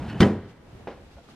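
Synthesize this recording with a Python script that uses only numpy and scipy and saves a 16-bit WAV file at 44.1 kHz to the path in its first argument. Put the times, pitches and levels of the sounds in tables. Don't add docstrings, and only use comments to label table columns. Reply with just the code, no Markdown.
import sys
import numpy as np
from scipy import signal
from scipy.fft import rfft, irfft, next_fast_len
from scipy.io import wavfile
from scipy.ndimage import map_coordinates

SR = 44100
rng = np.random.default_rng(int(sys.argv[2]) if len(sys.argv) > 2 else 0)


def output_pcm(signal):
    pcm = np.clip(np.atleast_2d(signal).T, -1, 1) * 32767
    wavfile.write(sys.argv[1], SR, np.round(pcm).astype(np.int16))


N = 59535


def amp(db):
    return 10 ** (np.asarray(db) / 20)


def unit(x):
    return x / np.sqrt(np.mean(x ** 2) + 1e-20)


def along(points, hz):
    f, v = np.transpose(points)
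    return np.interp(np.log(hz + 1), np.log(f + 1), v)


def curve(rows, axis):
    rows = np.array(rows)
    return np.interp(np.arange(N) / SR, rows[:, 0], rows[:, axis])


def filtered(x, response):
    m = next_fast_len(x.shape[-1] + 8192)
    spectrum = rfft(x, m) * response(np.fft.rfftfreq(m, 1 / SR))
    return irfft(spectrum, m)[..., :x.shape[-1]]


def noise(spectrum, size=N):
    white = rng.standard_normal(size)
    return unit(filtered(white, lambda hz: amp(along(spectrum, hz))))


def wobble(rate_hz):
    points = rng.standard_normal(int(N * rate_hz / SR) + 4)
    return map_coordinates(points, [np.arange(N) * rate_hz / SR])


def dying(spectrum, t60s):
    hz, t, bands = signal.stft(noise(spectrum, size=SR), SR, nperseg=256)
    t60_s = np.maximum(along(t60s, hz), .01)[:, None]
    return signal.istft(bands * amp(-60 * t / t60_s), SR, nperseg=256)[1][:SR]


def ring(modes, scatter_db):
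    wander_rad, wander_rate_hz, wander_s = 0.64, 19.8, 0.043
    t = np.arange(N) / SR
    wander = wander_rad * (1 - np.exp(-t / wander_s))
    total = np.zeros(N)
    for hz, db, t60_s in modes:
        level = amp(db + scatter_db * rng.normal() - 60 * t / t60_s)
        total += level * np.cos(2 * np.pi * hz * t + wander * wobble(wander_rate_hz))
    return total


def add(track, s, x):
    part = track[round(s * SR):][:len(x)]
    part += x[:len(part)]


def stereo(mid, other, side):
    s = filtered(other, lambda hz: amp(along(side, hz)))
    return np.array([mid + s, mid - s])


def background():
    # frequency in Hz, relative density in dB per Hz.
    air_spectrum = [(12, -31), (20, 0.5), (124, -6.5), (187, -9.5), (458, -14.5), (570, -19), (709, -18.5),
                    (1070, -25), (2000, -31.5), (2620, -33.5), (13400, -53.5)]
    hiss_spectrum = [(300, -28), (700, -1), (1500, -5.5), (2340, -8), (3500, -9), (4590, -12), (13400, -29)]
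    # time in seconds, level in dB.
    hiss_levels = [(.3, -75), (.44, -69), (.51, -63), (.6, -89), (.85, -82), (1.0, -71), (1.1, -62.5),
                   (1.27, -63.5), (1.305, -57), (1.335, -60.5), (1.35, -63)]
    # frequency in Hz, side over mid in dB.
    air_side = [(60, -41), (110, -14.5), (200, -15), (360, -6), (650, -8.5), (1190, -3.5), (2160, -1),
                (3930, 0.5), (7140, 0.5), (13000, 0)]
    air_db = -51
    air_level = amp(air_db + 2.8 * wobble(6.57))
    air = air_level * stereo(noise(air_spectrum), noise(air_spectrum), air_side)
    hiss_level = amp(curve(hiss_levels, axis=1) + 1.2 * wobble(80))
    hiss = hiss_level * stereo(noise(hiss_spectrum), noise(hiss_spectrum), air_side)
    return air + hiss


def room(x):
    # frequency in Hz, t60 in seconds.
    room_t60 = [(100, 0.64), (500, 0.92), (1500, 1), (4000, 1), (12000, 0.24)]
    # frequency in Hz, relative level in dB.
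    room_colour = [(60, -17), (300, -3.5), (1500, 0), (3000, -4), (6000, -6), (12000, -9.5)]
    # frequency in Hz, side over mid in dB.
    room_side = [(60, -38), (300, -28), (1200, -29), (4000, -4), (13000, 3)]
    room_db = -25
    tails = [dying(room_colour, room_t60) for _ in range(2)]
    mid, other = [signal.fftconvolve(x, tail / np.linalg.norm(tail))[:N] for tail in tails]
    return amp(room_db) * stereo(mid, other, room_side)


def steps():
    # start in seconds, level in dB, noise over modes in dB.
    knocks = [(.872, -32.5, -1.5), (.902, -46, 2.5), (.911, -43.5, -1), (.97, -52.5, -0.5),
              (1.167, -50.5, -4.5), (1.183, -53, -4)]
    # frequency in Hz, relative level in dB, t60 in seconds.
    boards = [(217.4, -11, 0.16), (321, -7, .1), (424, -5, .1), (481.6, -5.5, 0.31), (556, -5.5, 0.15),
              (682, -0.5, 0.064), (800, -0.5, 0.061), (1422, -10, 0.11)]
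    # frequency in Hz, relative density in dB per Hz.
    board_noise = [(90, -19), (150, -8.5), (260, -7.5), (480, 4.5), (714, -8.5), (1410, -13), (3000, -23.5),
                   (5760, -36), (13400, -76)]
    # frequency in Hz, t60 in seconds.
    board_t60 = [(200, 0.23), (1000, 0.25), (4000, 0.29), (12000, .15)]
    # start in seconds, level in dB, pitch in Hz, t60 in seconds.
    thuds = [(.724, -27.5, 116, 0.05), (.746, -33, 105.6, 0.082), (0.921, -38, 47.3, 0.19),
             (1.021, -38, 57.4, .3), (1.149, -35.5, 65.6, 0.19)]
    # frequency in Hz, relative level in dB, t60 in seconds.
    tick = [(1220, 0.5, 0.038), (1340, -10, 0.035), (230, 3, 0.076)]
    knock_rise_s, thud_rise_s = 0.00046, 0.0066
    tick_s, tick_db = 1.288, -46

    out, t = np.zeros(N), np.arange(SR) / SR
    onset = 1 - np.exp(-(t / knock_rise_s) ** 2)
    for s, db, noise_db in knocks:
        modes = ring(boards, scatter_db=4.5)[:SR]
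        clatter = amp(noise_db) * dying(board_noise, board_t60)
        add(out, s, amp(db) * onset * (modes + clatter))
    for s, db, hz, t60_s in thuds:
        level = amp(db - 60 * t / t60_s) * (1 - np.exp(-t / thud_rise_s))
        add(out, s, -level * np.sin(2 * np.pi * hz * t))
    add(out, tick_s, amp(tick_db) * onset * ring(tick, scatter_db=2)[:SR])
    return out


def slide():
    # time in seconds, rumble level in dB, scrape level in dB.
    travel = [(0, -29, -49), (.035, -32, -48.5), (.062, -31.5, -48.5), (.09, -32.5, -45.5), (.13, -34, -49),
              (.17, -32.5, -52), (.2, -37, -44.5)]
    # frequency in Hz, relative density in dB per Hz.
    rumble_spectrum = [(18, -47), (30, -31), (64, 2.5), (122, -1.5), (237, -6), (377, -15.5), (637, -21),
                       (816, -19), (1200, -30), (1560, -32.5), (2640, -120)]
    scrape_spectrum = [(350, -20), (600, -1), (1400, -2), (2500, -7), (4000, -13.5), (6000, -23.5),
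                       (9000, -28.5), (13400, -40)]
    # frequency in Hz, width in Hz, relative level in dB.
    runner = [(1493, 250, 2), (1747, 210, 3), (2607, 240, 4), (2940, 120, 3), (4310, 250, -5.5)]
    slide_stop_s = .201
    catch_s, catch_db, catch_rise_s, catch_t60_s = 0.0967, -38, .03, 0.33

    def resonance(hz):
        return sum(amp(db) * 1j * hz * width / (centre ** 2 - hz ** 2 + 1j * hz * width)
                   for centre, width, db in runner)

    t = np.arange(N) / SR
    rumble = amp(curve(travel, axis=1) + 1.6 * wobble(41)) * noise(rumble_spectrum)
    scrape = amp(curve(travel, axis=2) + 0.9 * wobble(120)) * noise(scrape_spectrum)
    grit = amp(4.8 * wobble(249.6)) * rng.standard_normal(N)
    catch = catch_db - 60 * np.abs(t - catch_s) / np.where(t > catch_s, catch_t60_s, catch_rise_s)
    rasp = amp(catch) * unit(filtered(grit, lambda hz: resonance(hz) ** 2))
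    return (rumble + scrape + rasp) * (t < slide_stop_s)


def bump():
    # start in seconds, push level in dB, contact length in seconds,
    # crack level in dB, stop ring level in dB.
    bumps = [(.2015, -10, 0.0022, -34, -57), (.205, -28, 0.0014, -14.5, -39),
             (0.2171, -34.5, .001, -25.5, -31.5), (.222, -34, 0.0016, -35, -27.5),
             (.229, -27.5, 0.0011, -30.5, -26)]
    # frequency in Hz, relative level in dB, t60 in seconds.
    panels = [(95.6, -2, 0.51), (120, -4.5, 0.37), (162, 1.5, 0.096), (170, 0.5, 0.31), (204.3, 2.5, .4),
              (241.8, -5.5, 0.43), (293.2, -6.5, 0.34), (352.6, -5, 0.33), (406, -5.5, 0.32),
              (540, -7, 0.17), (560, -18, 0.22), (667, -15, .16), (795, 2, 0.22), (992, 6.5, 0.21)]
    stop = [(1650.5, 5.5, 0.064), (1873, 0.5, 0.054), (1986, 2.5, 0.057), (2530, -20, 0.065),
            (3072, -2, 0.038), (4200, -20, 0.027), (5000, -8.5, 0.026)]
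    # frequency in Hz, relative density in dB per Hz.
    crack_spectrum = [(180, -35), (400, -5), (1500, -8.5), (3100, -4.5), (4500, -11), (6460, -23),
                      (13400, -42)]
    rattle_spectrum = [(40, -21), (100, -11.5), (200, -8), (400, -8), (724, -14.5), (1070, -20),
                       (1920, -23.5), (4000, -36.5), (8000, -47), (13400, -62)]
    # frequency in Hz, t60 in seconds.
    rattle_t60 = [(50, 0.85), (200, 0.47), (1000, 0.38), (3000, 0.3), (12000, 0.31)]
    panel_rise_s, crack_rise_s, crack_t60_s = 0.002, 0.00061, 0.037
    rattle_db = -16

    out, t = np.zeros(N), np.arange(N) / SR
    panel_onset = 1 - np.exp(-t / panel_rise_s)
    crack_onset = 1 - np.exp(-t / crack_rise_s)
    for s, push_db, length_s, crack_db, stop_db in bumps:
        push = np.sin(np.pi * np.clip(t[:SR // 20] / length_s, 0, 1)) ** 2
        body = panel_onset * ring(panels, scatter_db=2.7)
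        add(out, s, amp(push_db) * signal.fftconvolve(body, push / push.sum()))
        add(out, s, amp(crack_db - 60 * t / crack_t60_s) * crack_onset * noise(crack_spectrum))
        add(out, s, amp(stop_db) * crack_onset * ring(stop, scatter_db=3.5))
    add(out, bumps[1][0], amp(rattle_db) * dying(rattle_spectrum, rattle_t60))
    return out


def scene():
    # frequency in Hz, side over mid in dB.
    near_side = [(60, -49), (200, -46), (360, -33), (650, -38), (1190, -26), (2160, -20), (3930, -14.5),
                 (7140, -6.5), (13000, 1.5)]
    smear_db = 0
    near = slide() + bump() + steps()
    smear = rng.standard_normal(1500) * np.exp(-np.arange(1500) / 300)
    scattered = signal.fftconvolve(near, smear / np.linalg.norm(smear))[:N]
    quarter_turned = filtered(near, lambda hz: 1j + 0 * hz)
    twin = quarter_turned + amp(smear_db) * scattered
    return stereo(near, twin, near_side) + room(near) + background()


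def record(dry):
    mic_low_hz, top_hz, clip_top = 33, 13600, .92
    x = filtered(dry, lambda hz: (1j * hz / (mic_low_hz + 1j * hz)) ** 2)
    rounded = x / (1 + np.abs(x / clip_top) ** 6) ** (1 / 6)
    return filtered(rounded, lambda hz: hz < top_hz)


dry = scene()
out = record(dry)
output_pcm(out)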